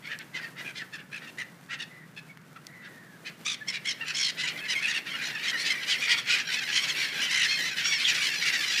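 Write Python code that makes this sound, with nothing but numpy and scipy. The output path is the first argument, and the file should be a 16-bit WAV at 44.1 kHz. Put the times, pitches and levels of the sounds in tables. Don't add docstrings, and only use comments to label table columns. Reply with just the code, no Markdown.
import sys
import numpy as np
from scipy import signal
from scipy.fft import rfft, irfft, next_fast_len
from scipy.io import wavfile
from scipy.ndimage import uniform_filter1d, map_coordinates

SR = 44100
rng = np.random.default_rng(int(sys.argv[2]) if len(sys.argv) > 2 else 0)


def wav_out(sig):
    wavfile.write(sys.argv[1], SR, np.round(np.clip(np.atleast_2d(sig).T, -1, 1) * 32767).astype(np.int16))


N = 388080


def rasps(rough=0.859, excitement_db_per_s=0.69, margin_s=0.011):
    # t/s, length/s, level/dB, bill resonance/Hz, fall of pitch/octaves (below 0 it rises)
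    calls = [(0.016, 0.1, -45, 2110, -0.088), (0.077, 0.092, -39, 1570, 0.032),
             (0.185, 0.049, -46, 1507, 0.1), (0.33, 0.088, -38, 1900, 0.63),
             (0.385, 0.11, -42.5, 1786, 0.19), (0.555, 0.089, -43, 1953, 0.077),
             (0.74, 0.082, -43, 3340, 0.041), (0.781, 0.061, -41.5, 1818, 0.53),
             (0.971, 0.057, -49.5, 1446, 0.26), (1.204, 0.076, -48.5, 1863, 0.049),
             (1.687, 0.084, -38.5, 1976, -0.075), (2.819, 0.073, -50, 1557, 0.18),
             (3.247, 0.06, -41.5, 2400, 0.12), (3.716, 0.072, -36.5, 2340, 0.049),
             (4.05, 0.092, -36.5, 2553, 0.14), (4.368, 0.071, -34.5, 2610, -0.14),
             (4.462, 0.045, -33.5, 2414, -0.068), (5.054, 0.032, -43, 1850, 0.064),
             (5.415, 0.085, -35.5, 2117, 0.12), (5.564, 0.093, -36.5, 4120, -0.093),
             (5.63, 0.086, -32.5, 2515, -0.037), (5.853, 0.12, -30.5, 2860, 0.25),
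             (6.068, 0.097, -25, 2270, -0.076), (6.259, 0.13, -27, 2404, 0.037),
             (6.358, 0.068, -36.5, 1994, 0.35), (6.49, 0.096, -33, 2400, -0.082),
             (6.704, 0.12, -28.5, 3075, 0.046), (6.95, 0.14, -34, 1977, 0.13),
             (7.754, 0.097, -37, 2010, -0.022), (8.051, 0.097, -29.5, 2360, 0.34),
             (8.135, 0.043, -33.5, 2620, 0.31), (8.201, 0.091, -31.5, 2896, -0.00032),
             (8.431, 0.093, -31, 1970, 0.037), (8.524, 0.051, -34, 2066, 0.22),
             (8.699, 0.066, -35.5, 2600, 0.054), (8.755, 0.065, -32.5, 2615, -0.08)]
    out = np.zeros(N)
    for start, length, db, bill_hz, fall in calls:
        opening = np.log2(bill_hz / 2300)
        pitch_hz = 950 * 2 ** (opening / 5)
        bright_db = 2.03 + 7 * opening + excitement_db_per_s * start
        sound = cry(length + 2 * margin_s, db, pitch_hz, bill_hz, bright_db, rough, fall)
        add(out, start - margin_s, sound)
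    return out


def cry(length, db, pitch_hz, bill_hz, bright_db, rough, fall, bill_db=9, trill_hz=63, ripple_db=2.4):
    # f/Hz, level/dB
    throat = [(60, -24), (1050, -12), (1350, 6), (1700, 7.5), (2100, 8.5), (3300, 1.5), (4400, -1),
              (5700, -10), (7000, -15), (8500, -21), (10500, -17), (12000, -21), (14500, -18)]
    size, rough = int(max(length, .02) * SR), np.clip(rough, 0, 1)
    u = np.linspace(-1, 1, size)
    trill = np.clip(1.161 - rough, 0, 1)
    beats = np.cumsum(trill_hz * (1 + .22 * wander(rng, size, 82.8))) / SR
    flutter = abs(np.sin(np.pi * beats))
    chirp = flutter / 2 + beats % 1 - 1
    waver = .02 * wander(rng, size, 50)
    jitter = .05 * rough * wander(rng, size, 1400)
    cycles = np.cumsum(pitch_hz * (1 + .1 * trill * chirp + waver + jitter)) / SR
    buzz = evened(sum(np.cos(2 * np.pi * (k * cycles + rng.random())) for k in range(1, 10)))
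    buzz *= 1 + 1.1 * rough ** 2 * wander(rng, size, 120) * np.cos(np.pi * cycles)
    noise = wander(rng, size, SR) * (1 + 0.31 * np.cos(2 * np.pi * cycles))
    noise *= gain_of(2.7 * wander(rng, size, 471))
    noise = evened(signal.lfilter(*signal.butter(2, 6200, fs=SR), noise)) / np.sqrt(2)
    noise_share = .9 * rough ** 1.7
    source = np.sqrt(1 - noise_share) * buzz + np.sqrt(noise_share) * noise
    source *= 1 - trill + trill * flutter
    source *= gain_of(ripple_db * wander(rng, size, 60) / 2)
    ripple_hz = np.arange(0, SR / 2, 450)
    ripple = ripple_db * rng.standard_normal(len(ripple_hz))
    voice = coloured(source, lambda f: (
        read(throat, f) + np.interp(f, ripple_hz, ripple) + tilt(f, bright_db)
        + bill_db * hump(f, bill_hz, 0.036 * (.5 + rough))
        + (1 - rough) * 10 * hump(f, 5550, 0.047)))
    bend = (1 + .22 * (1 + rough) / 2 * (1 / 5 - u ** 2)) * 2 ** (-fall * u / 2)
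    voice = map_coordinates(voice, [np.cumsum(bend)], mode="mirror")
    fades_s = .035 + .1 * rough
    pressure = signal.windows.tukey(size, fades_s / (size / SR)) * gain_of(-4 * u ** 2)
    dull = signal.filtfilt(*signal.butter(2, 2800, fs=SR), voice)
    direct = (dull + np.sqrt(pressure) * (voice - dull)) * pressure ** .8
    lag = int(rng.uniform(.0005, .005) * SR)
    return gain_of(db) * evened(np.pad(direct, (0, lag)) + .5 * np.pad(direct, (lag, 0)))


def screams(rise=0.08, drop=0.167, bright_db=-0.5, strain_db_per_octave=14):
    # t/s, length/s, level/dB, middle pitch/Hz, bill resonance/Hz
    trilled = [(0.631, 0.1, -41, 820, 2470), (0.918, 0.063, -41.5, 887, 2600),
               (1.107, 0.095, -40.5, 855, 2520), (1.258, 0.059, -47.5, 904, 2700),
               (1.367, 0.076, -37, 994, 1950), (1.78, 0.073, -38.5, 930, 2880),
               (2.155, 0.056, -44.5, 874, 2580), (3.443, 0.12, -32, 1231, 3600),
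               (3.667, 0.059, -32.5, 1086, 5430), (3.839, 0.1, -31, 1082, 1870),
               (4.132, 0.19, -29, 1103, 5300), (4.418, 0.06, -33.5, 1003, 2570),
               (4.676, 0.075, -30.5, 1034, 2800), (4.807, 0.081, -30.5, 868, 2580),
               (4.862, 0.074, -31, 963, 2720), (4.929, 0.07, -31.5, 926, 2800),
               (5.202, 0.098, -36.5, 999, 1920), (5.464, 0.0607, -31, 1073, 3140),
               (5.686, 0.055, -27.5, 1060, 1870), (6, 0.081, -31, 1197, 2450),
               (6.165, 0.048, -33, 1154, 3420), (6.611, 0.041, -40, 1085, 2260),
               (6.803, 0.062, -35.5, 1090, 2840), (6.862, 0.066, -33.5, 1138, 2930),
               (7.2, 0.073, -30.5, 989, 2780), (7.293, 0.19, -26.5, 1016, 2720)]
    # t/s, length/s, level/dB, middle pitch/Hz, bill resonance/Hz
    held = [(4.743, 0.068, -32, 1080, 2170), (7.462, 0.17, -31.5, 1075, 4360),
            (7.643, 0.068, -35, 1010, 3980), (7.832, 0.16, -30, 1127, 5470)]
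    out = np.zeros(N)
    sag = np.array([rise, 0, drop])
    for start, length, db, pitch_hz, bill_hz in trilled:
        strain_db = strain_db_per_octave * np.log2(pitch_hz / 1050)
        rough = min(.4 + 2 * length, .65)
        add(out, start, scream(length, db, pitch_hz * (1 - sag), bill_hz, bright_db + strain_db, rough))
    for start, length, db, pitch_hz, bill_hz in held:
        add(out, start, scream(length, db, pitch_hz * (1 - sag / 2), bill_hz, bright_db, rough=0.25))
    return out


def scream(length, db, pitches, bill_hz, bright_db, rough, trill_hz=63, fades_s=.042):
    # f/Hz, level/dB
    throat = [(300, -40), (1100, -16), (1600, 5), (2100, 5.5), (3100, 4.5), (4400, 1.5), (4900, -4),
              (5500, 1.5), (6600, -4), (8000, -13), (10500, -31.5), (12000, -56)]
    size = int(length * SR)
    u = np.linspace(-1, 1, size)
    beats = np.cumsum(trill_hz * (1 + .2 * wander(rng, size, 79.8))) / SR
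    burst = abs(np.sin(np.pi * beats))
    arch_hz = glide(pitches, u)
    bend = arch_hz / arch_hz.max()
    waver = .014 * wander(rng, size, 60)
    jitter = .035 * rough * wander(rng, size, 1400)
    hz = arch_hz * (1 + .17 * rough * (burst - np.pi / 4) + waver + jitter)
    cycles = np.cumsum(hz) / SR
    pressure = signal.windows.tukey(size, fades_s / length)
    gap_db = -12 * rough * (1 - burst * pressure) ** 2
    voice = np.zeros(size)
    for k in range(1, 15):
        f = k * hz
        colour_db = read(throat, f / np.sqrt(bend)) + tilt(f, bright_db)
        colour_db += 6 * hump(f / bend, bill_hz, 0.064)
        flicker_db = 4 * wander(rng, size, 42.8)
        hoarseness = 1 + .9 * rough * wander(rng, size, 1100)
        harmonic = np.cos(2 * np.pi * (k * cycles + rng.random()))
        voice += gain_of(colour_db + gap_db + flicker_db) * hoarseness * harmonic
    breath = coloured(rng.standard_normal(size), lambda f: read(throat, f) + tilt(f, bright_db))
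    voice = evened(voice) + .7 * rough * breath * burst
    fizz = coloured(rng.standard_normal(size), lambda f: 40 * hump(f, 9000, 0.45))
    voice += rough * gain_of(-17) * evened(fizz * burst ** 2)
    return gain_of(db) * evened(voice * pressure * gain_of(-3 * u ** 2))


def yelps(highest_pitch_hz=1100):
    # t/s, length/s, level/dB, ringing harmonic/Hz
    calls = [(2.279, 0.055, -53, 2190), (2.553, 0.031, -48, 1285), (3.6, 0.041, -42, 1698),
             (3.992, 0.066, -36.5, 2690), (4.589, 0.074, -42.5, 2560), (5.117, 0.072, -38.5, 2745),
             (5.351, 0.039, -38, 2580), (5.51, 0.066, -32, 1882)]
    out = np.zeros(N)
    for start, length, db, ring_hz in calls:
        pitch_hz = ring_hz / np.ceil(ring_hz / highest_pitch_hz)
        sound = cry(length, db, pitch_hz, ring_hz, bright_db=-6, rough=0.59, fall=0.069, bill_db=13)
        add(out, start, sound)
    return out


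def whistles(overtone_db=-22, hoarse_db=3):
    # t/s, length/s, level/dB, first pitch/Hz, middle pitch/Hz, last pitch/Hz
    calls = [(1.879, 0.2, -54, 2000, 1976, 1870), (2.599, 0.68, -55, 1990, 1890, 1420),
             (5.901, 0.077, -32, 3500, 2900, 2020), (7.971, 0.12, -41, 4490, 4000, 3720),
             (8.036, 0.08, -27, 3550, 3070, 2440)]
    out = np.zeros(N)
    for start, length, db, *pitches in calls:
        u = np.linspace(-1, 1, int(length * SR))
        hz = glide(pitches, u) * (1 + .06 * wander(rng, len(u), 900))
        angle = 2 * np.pi * np.cumsum(hz) / SR
        tone = np.sin(angle) + gain_of(overtone_db) * np.sin(2 * angle)
        tone *= gain_of(hoarse_db * wander(rng, len(u), 230))
        fade = signal.windows.tukey(len(u), .5) * (1 - u / 2)
        add(out, start, gain_of(db) * evened(tone * fade))
    return out


def far_gulls(count=240, brightening_db_per_s=1.15):
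    out = np.zeros(N + SR // 4)
    spread = (np.arange(count) + rng.random(count)) / count
    for start in 3.5 + spread * (len(out) / SR - 3.5):
        length, db, pitch_hz, bill_hz, strain, fall = rng.uniform(
            [.05, -7, 760, 1700, -.4, -.1], [.13, 5, 1180, 3000, .3, .3])
        bright_db = -5 + brightening_db_per_s * start
        add(out, start, cry(length, db, pitch_hz, bill_hz, bright_db, 0.554 + strain, fall))
    chorus = out[-N:]
    running_level = np.sqrt(abs(uniform_filter1d(chorus ** 2, size=4000)) + 1e-6)
    return chorus / running_level * commotion(frenzy_db=-33, follows=.95)


def commotion(frenzy_db, follows, lull_s=0.026):
    # t/s, level/dB
    bustle = [(0, -54), (1.3, -66), (2.3, -103), (3.4, -66), (4.7, -40.5), (5.6, -39.5), (6.3, -36.5),
              (8.8, -31.5)]
    # t/s, depth/dB
    lulls = [(4.34, -9.5), (5.03, -25), (6.235, -12), (6.45, -7.5), (7.118, -6), (7.715, -7.5)]
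    t = np.arange(N) / SR
    lull_db = sum(db * np.exp(-((t - middle) / lull_s) ** 2) for middle, db in lulls)
    flock_db = np.interp(t, *np.transpose(bustle)) + lull_db
    return gain_of(frenzy_db + follows * (flock_db + 36))


def quay_echo(x, decay_s=0.38, wall_s=0.021, wall_spread_s=0.026):
    t = np.arange(SR) / SR
    wall_db = 5 * np.exp(-((t - wall_s) / wall_spread_s) ** 2)
    bounces = rng.standard_normal(SR) * (rng.random(SR) < 2000 / SR) * (t > .008)
    bounces *= gain_of(wall_db - 60 * t / decay_s)
    tail = coloured(bounces, lambda f: -6 * np.log2(np.maximum(f, 2000) / 2000))
    return gain_of(-11) / 2 * signal.fftconvolve(x, tail / np.linalg.norm(tail))[:N]


def ticks(decay_s=0.0016, faint_count=30):
    # t/s, level/dB, centre f/Hz
    sharp = [(0.189, -35, 5770), (2.373, -38, 1700), (2.668, -30.5, 4460), (4.082, -25, 3270)]
    faint = rng.uniform([0, -57, 2000], [N / SR, -48, 8000], (faint_count, 3))
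    out, t = np.zeros(N), np.arange(1024) / SR
    for start, db, hz in [*sharp, *faint]:
        noise = coloured(rng.standard_normal(len(t)), lambda f: 24 * hump(f, hz, octaves=1))
        add(out, start, gain_of(db) * noise * np.exp(-t / decay_s))
    return out


def water(drops_per_s=500, splash_s=0.041, spray_hz=6000):
    # f/Hz, level/dB
    colour = [(100, -41), (230, -5.5), (600, -10.5), (1100, -15.5), (15000, -29)]
    # t/s, level/dB
    splashes = [(.63, -54), (4.55, -56), (7.17, -51)]
    t = np.arange(N) / SR
    hits = rng.random(N) < drops_per_s / SR
    drop_db = 3 * np.minimum(rng.exponential(1, N), 5)
    drops = hits * gain_of(drop_db) * rng.choice([-1, 1], N)
    stirred = (drops + 0.26 * rng.standard_normal(N)) * gain_of(2 * wander(rng, N, 25))
    plunges = sum(gain_of(db) * np.exp(-((t - middle) / splash_s) ** 2) for middle, db in splashes)
    wash = coloured(stirred, lambda f: read(colour, f))
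    wash *= commotion(frenzy_db=-51, follows=0.13) + plunges
    spray = evened(signal.lfilter(*signal.butter(1, [spray_hz, SR / 3], "bandpass", fs=SR), stirred))
    return wash + spray * commotion(frenzy_db=-57.5, follows=1.5)


def air(db=-54):
    # f/Hz, level/dB
    colour = [(25, -28), (80, -23), (120, -3), (155, 4), (280, -8.5), (600, -29), (1500, -11.5),
              (15000, -59)]
    return gain_of(db) * coloured(rng.standard_normal(N), lambda f: read(colour, f))


def gain_of(db):
    return 10 ** (np.asarray(db) / 20)


def evened(x):
    return x / np.sqrt(np.mean(x ** 2) + 1e-20)


def read(points, hz):
    f, db = np.transpose(points)
    return np.interp(np.log(hz + 1), np.log(f + 1), db)


def add(mix, start, sound):
    part = mix[max(round(start * SR), 0):][:len(sound)]
    part += sound[:len(part)]


def coloured(x, db_at):
    size = next_fast_len(len(x) + 256)
    gains = gain_of(db_at(np.fft.rfftfreq(size, 1 / SR)))
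    return evened(irfft(rfft(x, size) * gains, size)[:len(x)])


def wander(dice, size, hz):
    at = np.arange(size) * hz / SR
    points = np.random.default_rng(dice.integers(2 ** 32)).standard_normal(int(at[-1]) + 2)
    return np.interp(at, np.arange(len(points)), points)


def hump(hz, centre_hz, octaves):
    return np.exp(-.5 * (np.log2((hz + 1) / centre_hz) / octaves) ** 2)


def tilt(hz, db_per_octave):
    return db_per_octave * np.log2(np.clip(hz, 1500, 6000) / 2500)


def glide(pitches, u):
    return np.polyval(np.polyfit([-1, 0, 1], pitches, 2), u)


def scene():
    gulls = rasps() + screams() + yelps() + whistles() + far_gulls()
    return (gulls + quay_echo(gulls) + ticks() + water() + air())[None]


def record(dry):
    low_pass = signal.firwin(1023, 15250, window=("kaiser", 9), fs=SR)
    return signal.oaconvolve(dry, low_pass[None], "same")


dry = scene()
out = record(dry)
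wav_out(out)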